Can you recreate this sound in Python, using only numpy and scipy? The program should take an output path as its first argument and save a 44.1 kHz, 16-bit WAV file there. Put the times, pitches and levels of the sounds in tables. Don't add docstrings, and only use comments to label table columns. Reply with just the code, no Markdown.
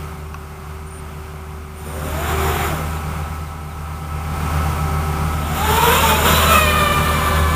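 import sys
import numpy as np
from scipy import signal
from scipy.fft import rfft, irfft, next_fast_len
from scipy.io import wavfile
from scipy.ndimage import uniform_filter1d

SR = 44100
rng = np.random.default_rng(int(sys.argv[2]) if len(sys.argv) > 2 else 0)


def bounce(signal):
    frames = np.transpose(np.atleast_2d(signal))
    limited = np.clip(frames, -1, 1)
    pcm = np.round(limited * 32767).astype(np.int16)
    wavfile.write(sys.argv[1], SR, pcm)


N = 332955
T = np.arange(N) / SR

# time in seconds, firing rate in Hz.
NEAR_SPEED = [(0, 76.7), (1.3, 76.4), (1.9, 76.2), (2.7, 78), (3.5, 78.3), (4.5, 78.05), (5.1, 77.93),
              (7, 77.45), (7.55, 77.3)]
# time in seconds, fifth order in dB re hum, fan in dB re hum.
NEAR_BALANCE = [(0, -11.5, -20.5), (1.8, -8.5, -23), (2.6, -12, -15), (3.1, -20, -17.5), (4.5, -23.5, -16),
                (5.1, -13, -14), (5.7, -31, -18.5), (6.3, -11.5, -25), (7.55, -15, -19.5)]
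# multiple of the firing rate, level in dB re hum.
HUM_ORDERS = [(1, 0), (2, -7.5), (3, -22.5), (1.5, -23), (3.47, -21.5)]
# multiple of the firing rate, level in dB re fan.
FAN_ORDERS = [(10, 1.5), (10.39, -1), (12.5, -4), (14, -5.5), (16.65, 3.5), (16.8, -2)]
# time in seconds, firing rate in Hz, level in dB re hum, third order in dB re hum.
FAR_ENGINE = [(0, 73.5, -8.5, -26), (1.8, 73.4, -12.5, -12.5), (3.5, 74.06, -7, -30),
              (4.8, 74.33, -4.5, -26), (5.2, 74.4, -6, -14), (6, 74.43, -15.5, -13), (7, 74.75, -14.5, -13),
              (7.55, 74.9, -13, -17)]
# multiple of the firing rate, level in dB re far engine.
FAR_ORDERS = [(1, -17), (2, 0.5)]
# time in seconds, level in dB.
BACKGROUND = [(0, -30), (.3, -35), (.9, -33.5), (1.75, -34.5), (2.1, -28), (2.4, -24), (2.9, -25.5),
              (3.6, -32), (3.9, -29.5), (4.2, -28.5), (4.55, -23), (5.4, -23.5), (6.0, -21.5), (6.6, -21),
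              (7.55, -20.5)]
# frequency in Hz, relative level in dB per Hz.
MURMUR_SPECTRUM = [(15, -43), (25, -16), (53, -9.5), (82, -6.5), (119, -8.5), (164, -6), (273, -18),
                   (398, -16), (494, -19.5), (1300, -14), (1890, -27.5), (2110, -21.5), (3810, -34),
                   (8760, -36.5), (15400, -37)]
DRONE_HZ, DRONE_DB = 42.7, -15.5
# frequency in Hz, level in dB re the field.
CAMERA_WHISTLE = [(8493.7, -36), (8559.7, -43), (8625.8, -34), (8658.8, -33), (8691.9, -31.5),
                  (8824.1, -36)]

# start in seconds, level in dB before its parts are summed.
TICKS = [(.3433, -18)]
# frequency in Hz, level in dB re the tick, 60 dB decay time in seconds.
TICK_MODES = [(1120, 0, 0.035), (1400, -1, .015), (2600, -3, .012), (4300, -12, 0.007), (5800, -10, .008)]

# start in seconds, length in seconds, level in dB, sideband spread in Hz per second.
MOTOR_KICKS = [(.862, .035, -50, -3), (.905, 0.1, -43, 4500), (1.758, .065, -48, 9000),
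               (1.858, 0.12, -42.5, 2500), (1.97, .15, -52, 0)]
SWITCH_HZ = 9110

# time in seconds, height from 0 on the pad to 1 flying.
HEIGHT = [(6.45, 0.0056), (6.75, 0.92), (7.1, 0.97)]
# centre in seconds, half length in seconds, rise in dB.
SURGES = [(5.724, 0.024, 2.5), (5.894, .04, 4), (6.1, 0.041, 3), (6.274, 0.044, 3), (6.54, 0.049, 2.5),
          (6.82, 0.059, 1.5)]
TONE_SURGE, HISS_SURGE = 1.0, 1.1
# time in seconds, roar in dB before flutter.
REV_ROAR = [(1.75, -53), (1.9, -44), (2.1, -37), (2.25, -29), (2.62, -24.5), (2.7, -27), (2.8, -39.5),
            (3.0, -46)]
# time in seconds, roar in dB before surges and flutter.
LAUNCH_ROAR = [(5.3, -45), (5.62, -29), (5.72, -23.5), (5.96, -21), (6.19, -23.5), (6.42, -20.5),
               (6.62, -23.5), (6.85, -28), (7.2, -28.5), (7.55, -29.5)]
REV_HISS_DB, LAUNCH_HISS_DB = -34, -26
REV_MARK_DB, LAUNCH_MARK_DB = -28, -23
REV_HISS_GROWS, LAUNCH_HISS_GROWS = 0.63, 0.95
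# frequency in Hz, relative level in dB per Hz.
REV_SPECTRUM = [(120, -32), (200, -16), (286, -22), (388, -3), (554, -16.5), (1190, -7.5), (2490, -17.5),
                (4200, -28), (5460, -58), (9240, -120)]
# frequency in Hz, relative level in dB per Hz.
LAUNCH_SPECTRUM = [(120, -28), (200, -9), (355, -8.5), (646, -2), (706, -9), (1240, 2), (1840, -8),
                   (3750, -8.5), (4200, -15.5), (5460, -46), (9240, -120)]
# frequency in Hz, relative level in dB per Hz.
PAD_HISS = [(2240, -13), (3800, -6), (4370, -52), (4830, -14), (5460, -6), (6360, -12.5), (7070, -0.5),
            (7410, -3), (8090, -14.5), (8830, -2.5), (10300, -12.5), (12200, -1), (13500, -12),
            (14900, -3.5), (15400, -8.5)]
# frequency in Hz, relative level in dB per Hz.
AIR_HISS = [(2240, -34), (3800, -6), (5660, -12.5), (7070, -8), (7810, -8), (11600, -3), (13000, -15),
            (15400, -2)]

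# time in seconds, blade-pass rate in Hz before hunting, first order in dB before surges.
ROTORS = [
    [(1.85, 274.4, -48), (2.1, 314, -44), (2.3, 346.4, -39.5), (2.63, 361, -34), (2.7, 345, -38),
     (2.82, 247, -44)],
    [(1.85, 229.4, -48.5), (2.1, 272, -40.5), (2.27, 383.6, -35), (2.4, 386.4, -32), (2.66, 400, -33.5),
     (2.73, 337.6, -36.5), (2.82, 243, -51)],
    [(5.4, 292.8, -49), (5.63, 417, -40), (5.72, 445, -33), (5.93, 479.7, -31), (6.1, 603.4, -29.5),
     (6.18, 650.7, -32), (6.37, 659.7, -32.5), (6.58, 636, -27), (6.7, 608, -31.5), (7.0, 598, -34.5),
     (7.55, 579, -35.5)],
    [(5.5, 357.8, -62), (5.65, 432.6, -34), (5.85, 492.1, -31.5), (5.97, 520.5, -32.5), (6.2, 590, -38),
     (6.28, 563, -34), (6.47, 598, -28.5), (6.6, 619.5, -30.5), (6.7, 598.8, -34), (6.82, 590, -32.5),
     (7.55, 575.1, -39.5)],
    [(5.5, 345, -59), (5.62, 407, -39), (5.9, 472, -31), (6.1, 434.2, -32.5), (6.22, 430, -33.5),
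     (6.28, 477.6, -33.5), (6.55, 534.5, -37.5), (6.82, 493, -40.5), (7.0, 492, -44), (7.25, 507, -39),
     (7.55, 503.5, -41)],
    [(6.15, 479, -37), (6.5, 539, -35.5), (6.62, 533, -34), (6.75, 507.9, -39), (6.95, 513, -53),
     (7.1, 527.7, -39), (7.55, 516, -41)],
]
IS_SLOW = [1, 0, 0, 0, 1, 1]
# multiple of the blade-pass rate, level in dB re first order.
WITH_FIRST = [(1 / 3, -6), (0.99, 0)]
# multiple of the blade-pass rate, level in dB re that group.
WITH_SECOND = [(2, 0), (7 / 3, -19.5), (3, -7.5)]
# multiple of the blade-pass rate, level in dB re its bite.
FOURTH_ORDER = [(4, 1.5)]
# multiple of the blade-pass rate, level in dB re their bite.
UPPER_ORDERS = [(5, -5), (6, -6.5)]
# time in seconds, dB re first on fast rotors, dB re first on slow rotors.
OCTAVE = [(2.15, 3.5, 3.1), (2.35, -2, 2.8), (2.7, -3, 3.3), (5.7, 9, 6), (5.95, 5, 3), (6.2, -7, 6.1),
          (6.4, -2, 8), (6.52, 8, 2.98), (7.0, 8, 8.7), (7.55, 8, 8)]
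# time in seconds, fourth order in dB re first, higher orders in dB re first.
BITE = [(2, -12, -5), (5.85, -6, -8), (6.05, -2.5, -7), (6.4, -11, 1.5), (6.57, 2, -2.5), (6.85, 1.5, 0.5),
        (7.55, -5, -9)]
# time in seconds, amount from 0 to 1.
STIRRED = [(3, .4), (5.3, 1), (5.95, 1), (6.15, .7), (6.6, .65), (6.85, .2)]
SLOW_BITE_DB = -6
FRAY_DB = 2

# start in seconds, level in dB.
BIRD_CHIRPS = [(2.95, -45), (3.213, -48), (3.457, -49), (3.693, -48), (3.935, -50), (4.17, -52),
               (4.403, -47)]
# time in seconds, pitch in Hz before its wobble, level in dB.
MAGNET_WHINE = [(5.92, 6020, -46), (6.1, 6750, -41), (6.3, 7150, -39), (6.55, 7250, -39), (6.8, 7050, -47),
                (7.03, 7090, -47), (7.4, 6800, -45), (7.55, 6810, -44)]
TOP_HZ = 15350


def amp(db):
    return 10 ** (np.asarray(db) / 20)


def unit(x):
    return x / np.sqrt(np.mean(x ** 2) + 1e-20)


def curves(rows):
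    s, *columns = np.transpose(rows)
    return [np.interp(T, s, column) for column in columns]


def gate(start, stop, fade):
    return np.clip(np.minimum(T - start, stop - T) / fade, 0, 1)


def wobble(rate):
    knots = rng.standard_normal(int(N * rate / SR) + 4)
    return np.interp(T * rate, np.arange(len(knots)), knots)


def filtered(x, response):
    m = next_fast_len(N + 8192)
    spectrum = rfft(x, m) * response(np.fft.rfftfreq(m, 1 / SR))
    return irfft(spectrum, m)[..., :N]


def coloured(x, spectrum):
    f, db = np.transpose(spectrum)
    return unit(filtered(x, lambda hz: amp(np.interp(np.log(hz + 1), np.log(f + 1), db))))


def patchy(depth_db):
    z = signal.stft(rng.standard_normal(N + 512), nperseg=512)[2]
    patches = uniform_filter1d(rng.standard_normal(z.shape), 6, axis=0)
    patches = uniform_filter1d(patches, 10, axis=1)
    return signal.istft(z * amp(depth_db * unit(patches)), nperseg=512)[1][:N]


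def orders(turns, table, flutter_db, rate):
    total = np.zeros(N)
    for multiple, db in table:
        level = np.sqrt(2) * amp(db + flutter_db * wobble(rate))
        total += level * np.sin(2 * np.pi * (multiple * turns + rng.random()))
    return total


def engines():
    fifth_db, fan_db = curves(NEAR_BALANCE)
    hum_db = curves(BACKGROUND)[0]
    hunting = 0.00091 * wobble(9)
    turns = np.cumsum(curves(NEAR_SPEED)[0] * (1 + hunting)) / SR
    near = amp(hum_db) * orders(turns, HUM_ORDERS, flutter_db=1.7, rate=7)
    near += amp(hum_db + fifth_db) * orders(turns, [(5, 0)], flutter_db=0.3, rate=14)
    near += amp(hum_db + fan_db) * orders(turns, FAN_ORDERS, flutter_db=1.5, rate=14)
    far_hz, far_db, third_db = curves(FAR_ENGINE)
    turns = np.cumsum(far_hz) / SR
    far = amp(far_db) * orders(turns, FAR_ORDERS, flutter_db=0.1, rate=2.6)
    far += amp(third_db) * orders(turns, [(3, 0)], flutter_db=3.0, rate=6)
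    return near + amp(hum_db) * far


def field():
    stir_db = 1.0 * wobble(7)
    murmur = amp(-2.5 + stir_db) * coloured(patchy(depth_db=0.7), MURMUR_SPECTRUM)
    tones = orders(T, CAMERA_WHISTLE + [(DRONE_HZ, DRONE_DB)], flutter_db=0.5, rate=3.0)
    level_db = uniform_filter1d(curves(BACKGROUND)[0], size=SR // 4)
    return amp(level_db) * (murmur + tones)


def plastic_tick():
    out, t = np.zeros(N + SR), np.arange(SR // 20) / SR
    for s, db in TICKS:
        ring = sum(amp(level - 60 * t / t60) * np.sin(2 * np.pi * hz * t) for hz, level, t60 in TICK_MODES)
        crack = amp(-4 - 60 * t / .012) * uniform_filter1d(rng.standard_normal(len(t)), size=5)
        attack = 1 - np.exp(-t / .0008)
        out[round(s * SR):][:len(t)] += amp(db) * (ring + crack) * attack
    return out[:N]


def motor_switching():
    out = np.zeros(N)
    for s, length, level_db, spread in MOTOR_KICKS:
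        beat = 1 + .8 * np.cos(np.pi * spread * (T - s) ** 2)
        on = gate(s, s + length, fade=.006)
        out += on * amp(level_db) * beat * np.sin(2 * np.pi * SWITCH_HZ * T)
    return out


def surge():
    return sum(db * np.exp(-((T - s) / half) ** 2) for s, half, db in SURGES)


def wash(passing):
    rev_db, launch_db, surge_db = curves(REV_ROAR)[0], curves(LAUNCH_ROAR)[0], surge()
    height = curves(HEIGHT)[0]
    rev, launch = gate(1.7, 3.05, fade=0.094), gate(5.25, 8, fade=0.059)
    pulse = amp(1.4 * passing) / np.sqrt(uniform_filter1d(amp(2.8 * passing), size=SR // 20))
    air = patchy(depth_db=1.1) * pulse
    hiss = np.sqrt(1 - height) * coloured(air, PAD_HISS) + np.sqrt(height) * coloured(air, AIR_HISS)
    roar = rev * amp(rev_db) * coloured(air, REV_SPECTRUM)
    roar += launch * amp(launch_db + surge_db) * coloured(air, LAUNCH_SPECTRUM)
    rev_hiss_db = REV_HISS_DB + REV_HISS_GROWS * (rev_db - REV_MARK_DB)
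    launch_hiss_db = LAUNCH_HISS_DB + LAUNCH_HISS_GROWS * (launch_db - LAUNCH_MARK_DB)
    launch_hiss_db += HISS_SURGE * surge_db
    hiss_gain = rev * amp(rev_hiss_db) + launch * amp(launch_hiss_db)
    return amp(1.25 * wobble(30)) * (roar + hiss_gain * hiss)


def rotors():
    tones, passing = np.zeros(N), np.zeros(N)
    stirred = curves(STIRRED)[0]
    flutter_db = 1.3 + 3.7 * stirred
    fourth_db, upper_db = curves(BITE)
    swell = amp(TONE_SURGE * surge())
    for rows, slow in zip(ROTORS, IS_SLOW):
        octave_db = curves(OCTAVE)[slow]
        bite_db = slow * SLOW_BITE_DB
        hz, first_db = curves(rows)
        hunting = (.004 + .022 * stirred) * wobble(40)
        turns = np.cumsum(hz * (1 + hunting)) / SR
        on = gate(rows[0][0], rows[-1][0] + 0.021, fade=0.02)
        stack = orders(turns, WITH_FIRST, flutter_db, rate=45)
        stack += amp(octave_db) * orders(turns, WITH_SECOND, flutter_db, rate=55)
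        stack += amp(fourth_db + bite_db) * orders(turns, FOURTH_ORDER, flutter_db, rate=70)
        stack += amp(upper_db + bite_db) * orders(turns, UPPER_ORDERS, flutter_db + FRAY_DB, rate=25)
        tones += on * swell * amp(first_db) * stack
        passing += on * np.cos(2 * np.pi * turns)
    height = curves(HEIGHT)[0]
    echoed = filtered(tones, lambda f: 1 - .7 * np.exp(-((f - 1930) / 260) ** 2))
    return height * tones + (1 - height) * echoed, passing


def bird():
    out, t = np.zeros(N + SR), np.arange(SR // 20) / SR
    for s, db in BIRD_CHIRPS:
        falling = np.sin(2 * np.pi * (4200 * t - 7500 * t ** 2))
        out[round(s * SR):][:len(t)] += amp(db) * falling * np.sin(np.pi * t / t[-1]) ** 2
    return out[:N]


def magnet_whine():
    hz, db = curves(MAGNET_WHINE)
    turns = np.cumsum(hz * (1 + 0.00294 * wobble(40))) / SR
    on = gate(MAGNET_WHINE[0][0], 8, fade=0.08)
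    return on * amp(db) * orders(turns, [(1, 0)], flutter_db=3.5, rate=27)


def scene():
    tones, passing = rotors()
    background = engines() + field()
    quadcopters = motor_switching() + wash(passing) + tones + magnet_whine()
    return (background + plastic_tick() + quadcopters + bird())[None]


def record(dry):
    rounded = dry / (1 + np.abs(dry / .98) ** 6) ** (1 / 6)
    return filtered(rounded, lambda hz: hz < TOP_HZ)


dry = scene()
out = record(dry)
bounce(out)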